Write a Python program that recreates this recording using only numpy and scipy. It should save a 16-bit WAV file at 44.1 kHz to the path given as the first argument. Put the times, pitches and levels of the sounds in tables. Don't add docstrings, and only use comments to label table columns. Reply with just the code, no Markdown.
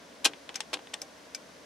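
import sys
import numpy as np
from scipy import signal
from scipy.fft import rfft, irfft
from scipy.io import wavfile
from scipy.ndimage import uniform_filter1d

SR = 44100
rng = np.random.default_rng(int(sys.argv[2]) if len(sys.argv) > 2 else 0)


def persist_wave(psi):
    counts = np.round(np.clip(psi, -1, 1) * 32767).astype(np.int16)
    wavfile.write(sys.argv[1], SR, np.atleast_2d(counts).T)


N = 72765

# f/Hz, likeness (1 = the same)
CLICK_LIKENESS = [(200, 0.94), (700, .95), (1500, .8), (3100, 0.87), (6800, 0.46), (12000, 0.3)]


def amp(db):
    return 10 ** (np.asarray(db) / 20)


def value_at(curve, hz):
    point_hz, values = np.transpose(curve)
    return np.interp(np.log(hz + 1), np.log(point_hz), values)


def pan(left_db):
    return amp([[left_db / 2], [-left_db / 2]])


def noise_pair(likeness, size):
    hz = np.fft.rfftfreq(size, 1 / SR)
    left, other = rfft(rng.standard_normal((2, size)))
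    same = np.clip(value_at(likeness, hz), -1, 1)
    right = same * left + np.sqrt(1 - same ** 2) * other
    return hz, np.array([left, right])


def coloured(sound, gain_db):
    cepstrum = irfft(np.log(amp(gain_db)))
    half = cepstrum.shape[-1] // 2
    cepstrum[..., 1:half] *= 2
    cepstrum[..., half + 1:] = 0
    return irfft(rfft(sound) * np.exp(rfft(cepstrum)))


def flattened(burst):
    power = uniform_filter1d(abs(rfft(burst)) ** 2, size=90, axis=-1)
    return coloured(burst, -10 * np.log10(abs(power) + 1e-12))


def cabin_air():
    # f/Hz, relative level/dB
    colour = [(25, -23), (43, -34), (59, -14), (123, -13), (161, -4), (205, -3), (291, 2), (361, -7),
              (449, -0.5), (600, 1), (680, -0.5), (750, -8), (905, -6), (1070, -4.5), (1280, -10.5),
              (1470, -6.5), (2460, -12), (4500, -14), (5300, -14), (6310, -15), (7500, -21.5),
              (9500, -22.5), (12500, -30), (15800, -41)]
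    # f/Hz, likeness
    likeness = [(40, 0.89), (200, .88), (600, 0.53), (1500, 0.3), (4000, 0.59), (12000, 0.29)]
    rush_db, hum_db, hum_hz = -51.5, -76.5, 71.6
    hz, noise = noise_pair(likeness, N)
    rush = irfft(noise * amp(value_at(colour, hz)), N)
    hum = np.sqrt(2) * np.sin(2 * np.pi * (hum_hz * np.arange(N) / SR + rng.random()))
    return pan(left_db=0.8) * (amp(rush_db) * rush / rush.std() + amp(hum_db) * hum)


def cabin_echo(t):
    # f/Hz, time to fade by 60 dB/s
    fade_times = [(250, 0.46), (700, 0.19), (2000, 0.067), (5000, 0.073), (12000, 0.044)]
    band_count, rise_s = 7, 0.0011
    hz, noise = noise_pair(CLICK_LIKENESS, len(t))
    centres = np.geomspace(200, 13000, band_count)
    tail = 0
    for centre_hz, weights in zip(centres, np.eye(band_count)):
        band = irfft(noise * value_at(list(zip(centres, weights)), hz))
        tail += band * amp(-60 * t / value_at(fade_times, centre_hz))
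    return flattened(tail * (1 - np.exp(-t / rise_s)))


def strikes(hits, colour, tones, crack_fade_s, ring_db, echo_db):
    crack_rise_s, ring_rise_s = 0.00015, 0.00039
    bass_hz, treble_hz, lowest_hz = 1080, 5040, 248
    size = 8192
    t = np.arange(size) / SR
    track = np.zeros((2, N + size))
    for start_s, level_db, bass_db, treble_db, extra_ring_db, extra_echo_db in hits:
        hz, noise = noise_pair(CLICK_LIKENESS, size)
        crack = flattened(irfft(noise) * amp(-60 * t / crack_fade_s) * (1 - np.exp(-t / crack_rise_s)))
        echo = amp(echo_db + extra_echo_db) * cabin_echo(t)
        hit = coloured(crack + echo, value_at(colour, hz))
        ring_onset = amp(ring_db + extra_ring_db) * (1 - np.exp(-t / ring_rise_s))
        for tone_hz, tone_db, fade_s in tones:
            shift = rng.standard_normal((2, 1)) * (1 - value_at(CLICK_LIKENESS, tone_hz)) / np.pi
            envelope = ring_onset * amp(tone_db - 60 * t / fade_s)
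            hit += envelope * np.sin(2 * np.pi * (tone_hz * t + shift))
        bass_shelf = bass_db / (1 + (hz / bass_hz) ** 4)
        treble_shelf = treble_db / (1 + (treble_hz / (hz + 1)) ** 4)
        start = round(start_s * SR)
        track[:, start:start + size] += coloured(hit, level_db + bass_shelf + treble_shelf)
    low_cut = signal.butter(6, lowest_hz, "highpass", fs=SR, output="sos")
    return signal.sosfilt(low_cut, track[:, :N])


def lever():
    # t/s, level/dB, bass/dB, treble/dB, extra ring/dB, extra echo/dB
    hits = [(.2422, -27.5, 12.5, -6, -18, 14), (.2461, -12.5, -3, 13, 4.5, 3), (.2513, 3, -13, -2, -2, -3),
            (.2545, -1.5, -1.5, 5, 6, 0), (.2590, -3, 4.5, 3.5, -17.5, -1),
            (.7308, -13, 11, -5.5, -0.5, -0.5), (.7338, -11.5, -3.5, -4.5, 3.5, -1),
            (.7388, -9, 4.5, 0, -16, -4), (.7412, -6.5, -2, -6, -5.5, -19),
            (.7705, -21.5, 13.5, -18, -15, -18), (.7905, -24, 7.5, -34, -5, -6)]
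    # f/Hz, level/dB
    colour = [(100, -36), (200, -33), (270, -4.5), (800, -2), (1900, -2.5), (3000, 4.5), (4300, 1.5),
              (6500, -5), (9500, -7), (12000, -17), (15500, -34)]
    # f/Hz, level/dB, fade/s
    tones = [(262, -19, .2), (298, -17, .24), (324, -19, .18), (495, -16, .11), (798, -7, .09),
             (1072, -10, .08), (1589, -2, .07), (2459, -1, .06), (2728, -2, .06), (2813, -3, .06),
             (2968, -1, .055), (3065, -1, .055), (3189, 4, .05), (3408, -2, .05), (3634, -4, .05),
             (4258, -3, .05), (5429, -3, .05), (5850, -3, .045), (6360, -6, .05)]
    clacks = strikes(hits, colour, tones, crack_fade_s=0.014, ring_db=-36, echo_db=-3)
    return amp(8) * pan(left_db=1.7) * clacks


def contacts():
    # t/s, level/dB, bass/dB, treble/dB, extra ring/dB, extra echo/dB
    hits = [(.3345, -17, -9, -27, -12, 1.5), (.4915, -16, 9, -14, 0, 3), (.5432, -23.5, -16, -2.5, 4, 4),
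            (.6044, -11, -1.5, 2, 6.5, 0), (.8715, -26, 2, -12, 4.5, -7), (.9350, -20, 3, -38, -2, 12.5),
            (.9380, -23, -4, 9, 0, -7), (.9402, -14, -2, 3.5, 8, -5)]
    # f/Hz, level/dB
    colour = [(150, -18.5), (350, -12), (800, 2), (1400, -3), (3300, 6.5), (4200, 1), (6000, -1),
              (8600, -2.5), (10500, -14), (15500, -31)]
    # f/Hz, level/dB, fade/s
    tones = [(850, -8, .07), (1860, -8, .06), (3200, 1, .018), (3520, 2, .03), (5440, -5, .035),
             (6170, -9, .035), (7720, -8, .03), (8600, -8, .025)]
    clicks = strikes(hits, colour, tones, crack_fade_s=0.011, ring_db=-35, echo_db=-8.5)
    return amp(7.5) * pan(left_db=2.2) * clicks


def relay():
    # t/s, level/dB, bass/dB, treble/dB, extra ring/dB, extra echo/dB
    hits = [(.5547, -16.5, -13, -23, -2, 6.5), (.5574, -17.5, 1, 2, 0.5, -2),
            (1.0173, -26.5, 10.5, 8.5, 1.5, 0), (1.3475, -20, -14, -0.5, 2.5, -5),
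            (1.3488, -20.5, -7, 0, -2.5, 0)]
    # f/Hz, level/dB
    colour = [(150, -13), (600, -2), (1000, -3), (2300, 3), (4500, 1.5), (5300, 6), (6300, 6), (7000, -5.5),
              (9000, -3.5), (13000, -9.5), (15500, -29)]
    # f/Hz, level/dB, fade/s
    tones = [(780, -19, .25), (1550, -12, .06), (2350, -9, .07), (3470, -12, .04), (5130, -1, .035),
             (5280, 10, .012), (5450, -2, .03), (5930, 2, .014), (6190, -3, .04), (6420, -5, .045),
             (7780, -9, .04), (8400, -9, .03)]
    ticks = strikes(hits, colour, tones, crack_fade_s=0.012, ring_db=-23, echo_db=-3)
    return amp(7) * pan(left_db=3.0) * ticks


def scene():
    return lever() + contacts() + relay() + cabin_air()


def record(dry):
    cutoff_hz = 15850
    high_cut = signal.firwin(511, cutoff_hz, window=("kaiser", 9), fs=SR)
    return signal.oaconvolve(dry, high_cut[None], "same")


dry = scene()
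out = record(dry)
persist_wave(out)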